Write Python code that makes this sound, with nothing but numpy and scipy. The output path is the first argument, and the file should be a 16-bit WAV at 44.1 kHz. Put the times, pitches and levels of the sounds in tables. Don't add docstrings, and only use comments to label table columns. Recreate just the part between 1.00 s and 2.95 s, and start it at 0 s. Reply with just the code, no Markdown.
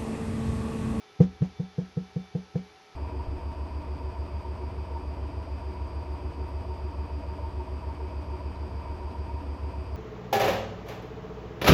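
import sys
import numpy as np
from scipy import signal
from scipy.fft import rfft, irfft
from scipy.io import wavfile

SR = 44100
rng = np.random.default_rng(int(sys.argv[2]) if len(sys.argv) > 2 else 0)


def to_wav(s):
    ch = np.atleast_2d(s).T
    pcm = np.round(np.clip(ch, -1, 1) * 32767)
    wavfile.write(sys.argv[1], SR, pcm.astype(np.int16))


N = 85995

# f/Hz, relative level/dB
AIR_SPECTRUM = [(25, -3), (60, -6), (120, -0.5), (250, -4), (400, 3.5), (560, -4), (850, 0.5), (1100, -4),
                (1900, -4.5), (3000, -7.5), (4500, -8), (6200, -12), (7200, -25.5), (8200, -33.5),
                (9500, -33.5), (10300, -22), (11800, -32)]
# f/Hz, level/dB
FAN_TONES = [(419, -62.5), (764.6, -63), (875, -73), (1313, -68), (1532, -98), (1686, -80), (2297, -69.5),
             (3063, -77), (3957, -96), (7452, -93), (10066, -93), (11521, -91.5)]
# t/s, level/dB
WHISTLE_SWELL = [(0, -70.5), (.3, -69.5), (.45, -76.5), (0.622, -67), (0.798, -75), (0.949, -74),
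                 (1.079, -69.5), (1.23, -68.5), (1.348, -72.5), (1.95, -77.5)]
# t/s, strength/dB, contact softness/ms, first touch/dB re the knock, scuff/dB, ring time factor
KNOCKS = [(0.2015, 14.5, 0.4, -15.5, -41.5, 0.95), (0.4166, 9.5, 0.63, -8, -47.5, 0.79),
          (0.5947, -1.1, 0.52, -16, -53.5, 1.14), (0.7804, -0.3, 0.4, -24.5, -51, 1.13),
          (0.9684, 0, 0.43, -18, -57, 1.06), (1.1592, -0.9, 0.49, -24, -59, 1.05),
          (1.348, -0.54, 0.39, -17, -54, 1.05), (1.5526, 1.1, 0.37, -10.5, -51, 1.03)]
# f/Hz, level/dB, t60/s, polarity at the microphone
BODY_AND_ROOM_MODES = [(59.6, -51, 0.65, -1), (79.8, -49, 0.61, -1), (104.2, -54.5, 0.37, -1),
                       (119.4, -16.5, 0.035, 1), (157.9, -21.5, 0.099, -1), (179.73, -13, 0.09, -1),
                       (186, -18, 0.17, 1), (213.9, -30, 0.096, 1), (249.7, -44.5, 0.26, -1),
                       (323.7, -41.5, 0.2, 1), (390.4, -33.5, 0.14, 1), (466.3, -24, 0.082, -1),
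                       (502.2, -26, 0.088, 1), (684, -35.5, 0.095, 1), (790, -32.5, 0.12, -1)]
# f/Hz, relative level/dB
SCUFF_SPECTRUM = [(120, -15), (300, 10), (750, 1.5), (1300, -8.5), (2200, -12.5), (4000, -17.5),
                  (6300, -17.5), (8500, -38.5), (12000, -36.5)]
# f/Hz, relative level/dB
CLACK_SPECTRUM = [(200, -26), (600, -0.5), (850, -16), (1400, -14), (2200, -26.5), (5000, -41.5),
                  (8000, -77)]
# f/Hz, relative level/dB
ROOM_SPECTRUM = [(50, -25.5), (90, -2), (170, -14.5), (260, 15.5), (500, 0.5), (900, -0.5), (3000, -3)]


def from_db(db):
    return 10 ** (np.asarray(db) / 20)


def rms_one(x):
    return x / np.sqrt(np.mean(x ** 2) + 1e-20)


def coloured(spectrum):
    hz, db = np.transpose(spectrum)
    bin_hz = np.maximum(np.arange(N // 2 + 1) * SR / N, 1)
    gain = from_db(np.interp(np.log(bin_hz), np.log(hz), db))
    return rms_one(irfft(rfft(rng.standard_normal(N)) * gain, N))


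def drift(rate_hz):
    r = np.exp(-2 * np.pi * rate_hz / SR)
    wander = signal.lfilter([1], [1, -2 * r, r * r], rng.standard_normal(N + SR))
    return rms_one(wander[SR:])


def dying(age, t60):
    return (age >= 0) * np.exp(-np.log(1000) * np.maximum(age, 0) / t60)


def fan_tone(hz, flicker=0.35, width_hz=13.2):
    waver = 1 + flicker * (drift(width_hz) + 1j * drift(width_hz))
    cycles = hz * np.arange(N) / SR + rng.random()
    return rms_one(np.real(waver * np.exp(2j * np.pi * cycles)))


def fans(air_db=-57, whistle_hz=3517):
    swell_db = np.interp(np.arange(N) / SR, *np.transpose(WHISTLE_SWELL))
    whistle = from_db(swell_db) * fan_tone(whistle_hz)
    air = from_db(air_db) * coloured(AIR_SPECTRUM)
    whine = sum(from_db(db) * fan_tone(hz) for hz, db in FAN_TONES)
    return air + whine + whistle


def push(onset, soft_ms):
    age_ms = (np.arange(N) / SR - onset) * 1000
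    bell = np.exp(-.5 * (age_ms / soft_ms) ** 2)
    return bell / bell.sum()


def ring(force, hz, t60):
    r = np.exp(-np.log(1000) / (t60 * SR))
    w = 2 * np.pi * hz / SR
    return signal.lfilter([0, np.sin(w)], [1, -2 * r * np.cos(w), r * r], force + 1e-18)


def knocks(touch_lead_s=0.00867, touch_soft_ms=1.13):
    boom = np.zeros(N)
    for onset, strength_db, soft_ms, touch_db, _, ring_factor in KNOCKS:
        touch = from_db(touch_db) * push(onset - touch_lead_s, touch_soft_ms)
        force = from_db(strength_db) * (touch + push(onset, soft_ms))
        for hz, mode_db, t60, polarity in BODY_AND_ROOM_MODES:
            boom += polarity * from_db(mode_db) * ring(force, hz, t60 * ring_factor)
    return boom


def scuffs(delay_s=0.0012, rise_s=0.005, hold_s=0.036, t60=0.11):
    envelope = np.zeros(N)
    for onset, _, _, _, scuff_db, _ in KNOCKS:
        age = np.arange(N) / SR - onset - delay_s
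        rise = np.clip(age / rise_s, 0, 1)
        release = dying(np.maximum(age - hold_s, 0), t60)
        envelope += from_db(scuff_db) * rise * release
    return envelope * coloured(SCUFF_SPECTRUM)


def clacks(gain_db=-47, delay_s=0.0035, t60=0.026, top_hz=2200):
    envelope = np.zeros(N)
    for onset, strength_db, *_ in KNOCKS:
        age = np.arange(N) / SR - onset - delay_s
        envelope += from_db(1.13 * strength_db) * dying(age, t60)
    dull = signal.butter(4, top_hz, fs=SR, output="sos")
    return from_db(gain_db) * signal.sosfilt(dull, envelope * coloured(CLACK_SPECTRUM))


def room(sound, gain_db=-25.5, delay_s=0.0091, t60=0.3):
    tail = coloured(ROOM_SPECTRUM) * dying(np.arange(N) / SR - delay_s, t60)
    tail /= np.sqrt(np.sum(tail ** 2))
    return from_db(gain_db) * signal.fftconvolve(sound, tail)[:N]


def scene():
    struck = knocks() + clacks() + scuffs()
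    return (struck + room(struck) + fans())[None]


def record(dry, low_cut_hz=60, high_cut_hz=12100):
    low_cut = signal.butter(2, low_cut_hz, "high", fs=SR, output="sos")
    high_cut = signal.ellip(12, .1, 80, high_cut_hz, fs=SR, output="sos")
    return signal.sosfilt(high_cut, signal.sosfilt(low_cut, dry))


dry = scene()
out = record(dry)
to_wav(out)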